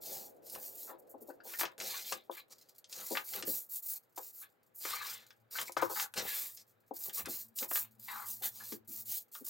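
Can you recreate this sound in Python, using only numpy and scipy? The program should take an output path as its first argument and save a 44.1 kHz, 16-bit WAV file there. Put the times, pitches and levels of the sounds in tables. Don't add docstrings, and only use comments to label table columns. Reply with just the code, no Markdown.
import sys
import numpy as np
from scipy import signal
from scipy.fft import rfft, irfft, next_fast_len
from scipy.io import wavfile
from scipy.ndimage import uniform_filter1d

SR = 44100
rng = np.random.default_rng(int(sys.argv[2]) if len(sys.argv) > 2 else 0)


def output_pcm(signal):
    pcm = np.clip(np.atleast_2d(signal).T, -1, 1) * 32767
    wavfile.write(sys.argv[1], SR, np.round(pcm).astype(np.int16))


N = 418509
TIME_S = np.arange(N) / SR


def amp(db):
    return 10 ** (np.asarray(db) / 20)


def unit(x):
    return x / np.sqrt(np.mean(x ** 2) + 1e-20)


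def read(points, hz):
    point_hz, value = np.transpose(points)
    return np.interp(np.log(hz + 1), np.log(np.abs(point_hz) + 1), value)


def follow(rows, t_s):
    point_s, *columns = np.transpose(rows)
    return [np.interp(t_s, point_s, column) for column in columns]


def add(mix, start_s, sound):
    part = mix[max(round(start_s * SR), 0):][:len(sound)]
    part += sound[:len(part)]


def colour(x, gain):
    size = next_fast_len(len(x) + 4096)
    hz = np.fft.rfftfreq(size, 1 / SR)
    return irfft(rfft(x, size) * gain(hz), size)[:len(x)]


def edge(x, hz, kind, order):
    sos = signal.butter(order, np.clip(hz, 20, .45 * SR), kind, fs=SR, output="sos")
    return signal.sosfilt(sos, x)


def noise_spectrum(spectrum):
    return unit(colour(rng.standard_normal(N), lambda hz: amp(read(spectrum, hz))))


def wander(hz):
    return unit(colour(rng.standard_normal(N), lambda f: np.exp(-(f / hz) ** 2)))


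def slips(per_s, spread_db, smooth):
    sizes = amp(spread_db * np.minimum(rng.exponential(1, N), 4))
    signs = rng.choice([-1., 1.], N)
    clicks = sizes * signs * (rng.random(N) < per_s / SR)
    return unit(unit(clicks) + smooth * rng.standard_normal(N))


def patchy(drive, spectrum, patchy_db, tilt_db_per_octave=None):
    hz, t_s, z = signal.stft(drive, SR, nperseg=512, noverlap=384)
    patches = uniform_filter1d(rng.standard_normal(z.shape), size=3, axis=0)
    patches = unit(uniform_filter1d(patches, size=14, axis=1))
    shape_db = read(spectrum, hz)[:, None] + patchy_db * patches
    if tilt_db_per_octave is not None:
        octaves = np.log2(np.clip(hz, 900, 3000) / 1600)
        shape_db = shape_db + octaves[:, None] * np.interp(t_s, TIME_S, tilt_db_per_octave)
    gain = amp(shape_db)
    gain = gain / np.linalg.norm(gain, axis=0)
    return unit(signal.istft(z * gain, SR, nperseg=512, noverlap=384)[1][:N])


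def speed(length_s, fastest, landing=0.19, touch_s=0.0036):
    t_s = np.arange(0, max(length_s, touch_s), 1 / SR)
    rise_s = length_s * np.clip(fastest, 0, 1)
    phase = np.interp(t_s, [0, rise_s, length_s], [landing, .5, 1])
    contact = np.minimum(t_s / max(touch_s, 0.17 * rise_s), 1)
    return np.abs(np.sin(np.pi * phase)) * contact


def loudness(moves, power, rest_db):
    energy = np.full(N, amp(rest_db) ** 2)
    for start_s, length_s, fastest, db in moves:
        add(energy, start_s, (amp(db) * speed(length_s, fastest) ** power) ** 2)
    return 10 * np.log10(energy)


# (start [s], length [s], position of top speed [0-1 of length],
# relative fine hiss level [dB], relative coarse scrape level [dB])
SLIDE_STROKES = [(0, 0.39, 0.3, -45.5, -47.5), (0.406, 0.14, 0.72, -54.5, -57),
                 (0.517, 0.1, 0.17, -45, -55), (0.572, 0.23, 0.31, -47, -55.5),
                 (0.691, 0.29, 0.54, -48, -57.5), (0.98, 0.034, 0.6, -57, -85),
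                 (1.092, 0.07, 0, -54.5, -106), (1.201, 0.058, 0.37, -57.5, -78),
                 (1.262, 0.065, 0.46, -62.5, -72), (1.422, 0.35, 0.27, -49, -53),
                 (1.584, 0.084, 0.17, -34.5, -38), (1.773, 0.47, 0.24, -45, -42.5),
                 (2.041, 0.16, 0.46, -45, -45), (2.303, 0.078, 0.37, -52, -58),
                 (2.355, 0.076, 0.5, -56.5, -68), (2.492, 0.066, 0.58, -62, -52),
                 (2.529, 0.33, 0.31, -71, -65.5), (2.779, 0.039, 0.16, -55, -61.5),
                 (2.874, 0.16, 0.84, -49.5, -45.5), (2.996, 0.29, 0.46, -43.5, -47),
                 (3.219, 0.23, 0.7, -42.5, -47.5), (3.445, 0.27, 0.19, -36, -47.5),
                 (3.682, 0.15, 0.51, -40, -55.5), (3.81, 0.17, 0.59, -39, -54),
                 (3.885, 0.12, 0.65, -44, -53.5), (4.155, 0.045, 0.73, -45.5, -50.5),
                 (4.188, 0.22, 0.21, -51, -59), (4.312, 0.17, 0.62, -49, -62),
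                 (4.726, 0.39, 0.42, -44.5, -62.5), (4.789, 0.34, 0.28, -58, -42.5),
                 (4.997, 0.23, 0.43, -48, -45.5), (5.186, 0.16, 0.12, -63.5, -60),
                 (5.494, 0.18, 0.57, -43.5, -43), (5.646, 0.079, 0.37, -51.5, -48.5),
                 (5.765, 0.066, 0, -52, -40.5), (5.812, 0.12, 0, -47.5, -46.5),
                 (5.871, 0.22, 0.73, -39.5, -41), (6.151, 0.097, 0.45, -46, -34),
                 (6.198, 0.42, 0.41, -39, -45), (6.561, 0.1, 0.4, -62, -56), (6.932, 0.066, 0.65, -49, -56),
                 (6.978, 0.16, 0.44, -40.5, -50.5), (7.122, 0.14, 0.34, -39, -45.5),
                 (7.282, 0.25, 0.08, -39.5, -45.5), (7.547, 0.14, 0.53, -38, -49.5),
                 (7.673, 0.21, 0.47, -33.5, -47), (7.983, 0.88, 0.1, -50.5, -57.5),
                 (8.252, 0.16, 0.28, -41, -50.5), (8.416, 0.11, 0.34, -35, -43),
                 (8.466, 0.24, 0.82, -50.5, -53.5), (8.622, 0.18, 0.58, -46, -52.5),
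                 (8.86, 0.21, 0.6, -43.5, -54), (9.041, 0.22, 0.48, -39, -47),
                 (9.311, 0.2, 0.15, -50.5, -60), (9.435, 0.092, 0.9, -39.5, -48)]


def scraping():
    moves = [(start_s, length_s, fastest, db) for start_s, length_s, fastest, _, db in SLIDE_STROKES]
    return loudness(moves, power=3.72, rest_db=-88.5)


# (frequency [Hz], relative level [dB])
HISS_SPECTRUM = [(2000, -59.5), (4500, -32.5), (7000, -7.5), (10000, -8.5), (12000, 0), (14000, 3),
                 (15500, 2)]
SCRAPE_SPECTRUM = [(1200, -34), (2200, -5.5), (3200, -6), (4300, 6.5), (5400, 5), (7000, 2), (9000, -4.5),
                   (14000, -25)]


def sliding():
    moves = [(start_s, length_s, fastest, db) for start_s, length_s, fastest, db, _ in SLIDE_STROKES]
    hiss_db = loudness(moves, power=2.79, rest_db=-82)
    scrape_db = scraping()
    lightness = np.clip((-51.5 - np.maximum(hiss_db, scrape_db)) / 14, 0, 1)
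    catches = (rng.random(N) < 22 / SR) * rng.uniform(0.92, 1, N)
    ticks = signal.lfilter([1], [1, -np.exp(-1 / (0.014 * SR))], catches)
    flutter = amp(1.53 * wander(hz=58.7))
    grip = 1 - 0.72 * lightness + 2.03 * lightness * ticks
    drive = slips(per_s=2400, spread_db=2.5, smooth=1.0) * flutter * grip
    hiss = patchy(drive, HISS_SPECTRUM, patchy_db=2.5) * amp(hiss_db + 4.5)
    scrape = patchy(drive, SCRAPE_SPECTRUM, patchy_db=3.5) * amp(scrape_db - 3.0)
    return hiss + scrape


# (start [s], length [s], position of fastest bending [0-1 of length],
# relative rustle level [dB], tilt [dB per octave])
SHEET_BENDS = [(0.53, 0.1, 0.48, -57.5, -0.5), (0.869, 0.16, 0.07, -53.5, -10), (1.448, 0.09, 1, -52, 4),
               (1.585, 0.23, 0.03, -45.5, -6), (1.76, 0.3, 0.66, -43.5, 9), (2.039, 0.29, 0.03, -48, 16.5),
               (2.308, 0.1, 0.96, -50, 6.5), (2.911, 0.15, 0.83, -53.5, 2), (3.155, 0.14, 0, -46.5, -2.5),
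               (3.31, 0.12, 0.69, -46, 3.5), (4.415, 0.089, 0.14, -55.5, 1.5), (4.821, 0.59, 0.18, -41, 5),
               (5.53, 0.13, 0.69, -42, 0.5), (5.767, 0.21, 0, -39, -7), (5.955, 0.19, 0, -40, -5.5),
               (6.161, 0.15, 0.11, -37.5, 1.5), (6.236, 0.37, 0.13, -41.5, 7.5),
               (7.028, 0.057, 0.93, -53.5, 6), (7.166, 0.082, 0.45, -44.5, 1),
               (7.248, 0.06, 0.27, -42.5, -0.5), (7.597, 0.082, 0.6, -49.5, -7.5),
               (7.738, 0.21, 0.28, -56, 2), (8.074, 0.18, 0.12, -41.5, -2.5),
               (8.103, 0.25, 0.33, -45, -15.5), (8.417, 0.11, 0.16, -42, 9), (8.598, 0.088, 0, -54, -6.5),
               (9.055, 0.17, 0.55, -55, 14.5)]
REST_RUSTLE_DB = -84


def stiffness():
    weight, tilt = np.full(N, amp(REST_RUSTLE_DB)), np.zeros(N)
    for start_s, length_s, fastest, db, db_per_octave in SHEET_BENDS:
        strength = amp(db) * speed(length_s, fastest)
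        add(weight, start_s, strength)
        add(tilt, start_s, strength * db_per_octave)
    return tilt / weight


# (start [s], length [s], relative level [dB])
HAND_DRAGS = [(0.0, 0.39, -53.5), (0.512, 0.15, -52.5), (1.59, 0.13, -50.5), (1.77, 0.17, -47.5),
              (2.107, 0.11, -53), (2.963, 0.12, -53), (3.097, 0.17, -52.5), (3.315, 0.16, -49.5),
              (3.41, 0.26, -59.5), (5.59, 0.068, -51.5), (6.154, 0.069, -39), (6.205, 0.074, -43.5),
              (7.05, 0.096, -55), (7.177, 0.053, -48), (7.269, 0.038, -47), (7.599, 0.088, -51),
              (8.404, 0.093, -52)]
# (frequency [Hz], relative level [dB])
RUSTLE_SPECTRUM = [(300, -34), (650, -19.5), (830, 1), (1000, 5.5), (1650, 3), (2200, 3), (2900, -2.5),
                   (4000, 1), (8000, -35.5)]
DRAG_SPECTRUM = [(50, -42.5), (100, -4.5), (230, -0.5), (340, 5.5), (420, -3), (510, 12), (620, 2.5),
                 (850, 7), (1400, -56.5)]


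def bending():
    bends = [(start_s, length_s, fastest, db) for start_s, length_s, fastest, db, _ in SHEET_BENDS]
    drags = [(start_s, length_s, .4, db) for start_s, length_s, db in HAND_DRAGS]
    rustle_db = loudness(bends, power=3.98, rest_db=REST_RUSTLE_DB)
    drag_db = loudness(drags, power=2.1, rest_db=-78)
    scrape_db = scraping()
    flutter = amp(1.8 * wander(hz=90))
    drive = slips(per_s=700, spread_db=2.5, smooth=1.4) * flutter
    rustle = patchy(drive, RUSTLE_SPECTRUM, patchy_db=3.6, tilt_db_per_octave=stiffness())
    drag = patchy(slips(per_s=490, spread_db=5, smooth=1.0), DRAG_SPECTRUM, patchy_db=2.5)
    rustle_gain = np.hypot(amp(rustle_db - 3.5), amp(scrape_db - 18))
    drag_gain = np.hypot(amp(drag_db - 5.0), amp(scrape_db - 21))
    return through_table(rustle) * rustle_gain + drag * drag_gain


# (time [s], relative level [dB],
# low edge before widening [Hz], high edge [Hz])
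SHEET_SNAPS = [(0.499, -42.5, 6700, 15000), (0.534, -49, 4500, 15000), (0.551, -43, 1120, 14000),
               (1.537, -44.5, 1800, 2900), (1.595, -35, 2470, 15000), (1.611, -31, 1520, 3320),
               (1.633, -34.5, 915, 2760), (1.653, -36, 1670, 5200), (1.78, -48, 1000, 13000),
               (1.801, -36.5, 1800, 7600), (1.812, -40, 990, 5060), (2.124, -31, 1400, 7560),
               (2.843, -51, 5060, 5500), (2.927, -39.5, 3550, 7800), (3.152, -34, 1210, 2290),
               (3.172, -28, 1320, 3200), (3.336, -39, 1400, 5530), (3.425, -36, 1500, 7300),
               (3.475, -47, 1500, 9000), (4.177, -46.5, 1050, 12000), (4.852, -35.5, 1325, 2380),
               (5.306, -52.5, 1600, 4600), (5.586, -32.5, 1280, 3500), (5.614, -34, 1950, 14000),
               (5.721, -42.5, 5630, 15200), (5.767, -36, 980, 3000), (5.824, -32.5, 1095, 2190),
               (5.998, -31, 1303, 6500), (6.139, -41, 955, 14700), (6.574, -50.5, 4560, 6870),
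               (7.095, -44, 1980, 6960), (7.136, -46, 5950, 14860), (7.258, -38.5, 1510, 14800),
               (7.587, -32.5, 4500, 9000), (7.628, -38, 1760, 7180), (7.713, -39, 1020, 2540),
               (7.757, -33.5, 990, 4500), (7.774, -38, 1210, 5610), (8.434, -46, 1515, 8900),
               (8.458, -43, 9100, 15100), (8.723, -43.5, 1440, 7140), (9.351, -49.5, 3500, 4830)]


def snapping(crack_s=0.0015, ring_s=0.008, ring=0.8):
    out, t_s = np.zeros(N), np.arange(4096) / SR
    for start_s, db, low_hz, high_hz in SHEET_SNAPS:
        envelope = np.exp(-t_s / crack_s) + ring * np.exp(-t_s / ring_s)
        burst = rng.standard_normal(len(t_s)) * envelope
        snap = edge(burst, low_hz * 0.77, "highpass", order=3)
        snap = edge(snap, high_hz, "lowpass", order=3)
        add(out, start_s, amp(db - 14.0) * through_table(snap))
    return out


# (time [s], relative level [dB], starting pitch [Hz])
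PANEL_POPS = [(1.3, -56, 1464), (1.402, -54.5, 1483), (1.537, -41.5, 1730), (2.313, -53, 3440),
              (2.378, -50.5, 2230), (2.4, -53.5, 3830), (4.415, -60.5, 1227), (4.931, -38, 1192),
              (5.009, -41, 1217), (5.553, -39, 1470), (5.679, -48, 2170), (8.602, -50, 1623),
              (9.35, -44, 1210)]
# (multiple of its pitch, relative level [dB])
PANEL_MODES = [(1, 4), (1.75, -12), (3.05, -9)]


def popping(rise_s=0.0015, ring_s=0.01, tighten=0.1, rough=0.9):
    out, t_s = np.zeros(N), np.arange(4096) / SR
    envelope = np.minimum(t_s / rise_s, 1) * np.exp(-t_s / ring_s)
    for start_s, db, hz in PANEL_POPS:
        turns = np.cumsum(hz * (1 + tighten * np.tanh(t_s / ring_s / 2))) / SR
        for multiple, mode_db in PANEL_MODES:
            drift = unit(edge(rng.standard_normal(len(t_s)), hz * multiple / 7, "lowpass", order=2))
            shiver = (1 + rough * drift) / np.hypot(1, rough)
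            tone = np.sin(2 * np.pi * multiple * turns)
            add(out, start_s, amp(db + mode_db) * envelope * shiver * tone)
    return out


# (time [s], relative level [dB], high edge [Hz], contact length [s])
TABLE_KNOCKS = [(0.559, -58, 1270, 0.0088), (0.893, -55, 990, 0.071), (1.143, -56, 824, 0.016),
                (1.215, -59.5, 600, 0.022), (1.286, -52, 810, 0.03), (1.454, -59, 870, 0.045),
                (1.614, -52.5, 1120, 0.0088), (1.634, -47.5, 1330, 0.014), (2.123, -48, 1350, 0.0025),
                (2.297, -47, 1110, 0.0033), (3.11, -44.5, 770, 0.029), (3.431, -55.5, 596, 0.02),
                (3.478, -48, 518, 0.027), (4.177, -51, 1160, 0.026), (4.852, -53.5, 1270, 0.0034),
                (5.696, -55.5, 1140, 0.0048), (5.769, -40, 1510, 0.005), (5.824, -39.5, 1407, 0.003),
                (5.83, -35.5, 1190, 0.0042), (5.898, -47.5, 1410, 0.042), (6.91, -48, 870, 0.011),
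                (7.268, -54, 426, 0.057), (7.624, -54.5, 555, 0.009), (7.714, -50, 1400, 0.0053),
                (8.725, -51.5, 410, 0.023), (8.887, -63.5, 343, 0.049), (9.411, -60.5, 457, 0.022)]
# (frequency [Hz], relative level when knocked [dB], t60 when knocked [s])
TABLE_MODES = [(245, -13, 0.099), (343.6, -2.5, .1), (525, 2.5, 0.07), (849, 0, 0.045), (998, 4.5, 0.022),
               (1237, -3, 0.051), (1501, 0.5, 0.11), (1640, -7.5, .1)]


def knocking(thud=0.83, thud_s=0.0027, patter=0.46):
    out, t_s = np.zeros(N), np.arange(8192) / SR
    for start_s, db, high_hz, contact_s in TABLE_KNOCKS:
        force = patter * rng.standard_normal(len(t_s)) * np.exp(-(t_s / contact_s) ** 4)
        force *= rng.random(len(t_s)) < 3000 / SR
        force[0] += 0.0062 / contact_s
        ring = np.zeros(len(t_s))
        for hz, mode_db, t60_s in TABLE_MODES:
            mode = amp(-60 * t_s / t60_s) * np.sin(2 * np.pi * hz * t_s)
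            ring += amp(mode_db) * unit(signal.fftconvolve(force, mode)[:len(t_s)])
        push = edge(rng.standard_normal(len(t_s)), 1700, "lowpass", order=2)
        push *= np.exp(-t_s / np.hypot(thud_s, contact_s / 2))
        low_hz = 9.3 * np.sqrt(high_hz)
        knock = edge(unit(ring) + thud * unit(push), low_hz, "highpass", order=6)
        knock = edge(knock, high_hz, "lowpass", order=7)
        filter_delay_s = 2 / high_hz
        add(out, start_s - filter_delay_s, amp(db - 3.5) * unit(knock))
    return out


def through_table(x, share=0.8, width_hz=40):
    modes = sum(signal.lfilter(*signal.iirpeak(hz, hz / width_hz, fs=SR), x) for hz, _, _ in TABLE_MODES)
    return unit(x + share * modes)


# (start [s], length [s], level [dB])
AIR_PUFFS = [(3.397, 0.22, -69), (5.76, 0.18, -64), (6.16, 0.2, -66.5), (7.17, 0.21, -65)]


def puffing(low_hz=96, high_hz=138):
    air = edge(rng.standard_normal(N), low_hz, "highpass", order=4)
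    air = edge(air, high_hz, "lowpass", order=4)
    moves = [(start_s, length_s, .4, db) for start_s, length_s, db in AIR_PUFFS]
    return unit(air) * amp(loudness(moves, power=1, rest_db=-110))


# (frequency [Hz], t60 [s])
ROOM_DECAY = [(200, 0.2), (3700, 0.1), (16000, 0.12)]


def room(x, wet_db):
    size = SR // 3
    taps = rng.choice([-1., 1.], size) * (rng.random(size) < 3000 / SR)
    taps *= np.arange(size) > .003 * SR
    hz, t_s, z = signal.stft(taps, SR, nperseg=256)
    decay = amp(-60 * t_s / read(ROOM_DECAY, hz)[:, None])
    tail = signal.istft(z * decay, SR, nperseg=256)[1]
    reflections = signal.fftconvolve(x, tail / np.linalg.norm(tail))[:N]
    wet = amp(wet_db)
    return (x + wet * reflections) / np.hypot(1, wet)


# (time [s], fundamental level [dB], second harmonic level [dB])
DRONE_LEVEL = [(4.6, -90.5, -97), (5, -79.5, -83), (6.9, -82.5, -92.5), (7.4, -78, -73.5),
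               (9.1, -69, -74.5), (9.3, -89, -89)]


def hum(hz=111, width_hz=8):
    out = np.zeros(N)
    for k, db in enumerate(follow(DRONE_LEVEL, TIME_S), 1):
        band = colour(rng.standard_normal(N), lambda f: 1 / (1 + ((f - k * hz) / (width_hz * k ** .5)) ** 2))
        out += amp(db) * unit(band)
    return out


# (frequency [Hz], left minus right [dB])
LEFT_BALANCE = [(100, 10), (400, 10.5), (1000, 9), (2200, 4.5), (4000, .3), (7000, 0)]
# (frequency [Hz], lag of left [rad])
LEFT_LAG = [(400, .15), (1000, .6), (2100, .9), (4200, .35), (7000, 0)]
# (frequency [Hz], gain [dB])
SIDE_WIDTH = [(300, -8.5), (2000, -8), (4200, -13.5), (6500, -29), (12000, -32)]


def microphones(x):
    t_s = np.arange(8192) / SR
    scatter = rng.standard_normal(len(t_s)) * np.exp(-t_s / .025)
    scattered = signal.fftconvolve(x, scatter / np.linalg.norm(scatter))[:N]
    diffuse = colour(scattered, lambda hz: amp(read(SIDE_WIDTH, hz)))

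    def side_share(hz):
        return np.tanh(np.log(amp(read(LEFT_BALANCE, hz))) / 2 - .5j * read(LEFT_LAG, hz))

    lean = colour(x, side_share)
    return np.array([x + lean + diffuse, x - lean - diffuse])


# (frequency [Hz], relative level [dB])
FLOOR_SPECTRUM = [(25, -42.5), (110, 13.5), (400, 13.5), (500, 13), (620, -3), (1300, 12.5), (8000, -20),
                  (15000, -41.5)]
RUSH_SPECTRUM = [(70, -24.5), (260, -8), (500, 1.5), (720, -4), (1000, -18.5), (4000, -55.5)]
# (time [s], relative level [dB])
RUSH_FADE = [(0, -56), (1.3, -58), (2.4, -70.5), (4, -77)]


def background():
    rush_db = follow(RUSH_FADE, TIME_S)[0] - 4.0
    return amp(-79) * noise_spectrum(FLOOR_SPECTRUM) + amp(rush_db) * noise_spectrum(RUSH_SPECTRUM)


def scene():
    paper = room(sliding(), wet_db=-12) + room(bending(), wet_db=-7.5)
    paper += room(snapping() + popping(), wet_db=-4.5)
    table = room(knocking(), wet_db=-11)
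    return microphones(paper + table + hum() + puffing()) + np.array([background(), background()])


def record(dry, edge_hz=15950):
    taps = signal.firwin(511, edge_hz, window=("kaiser", 9), fs=SR)
    return signal.oaconvolve(dry, taps[None], "same")


dry = scene()
out = record(dry)
output_pcm(out)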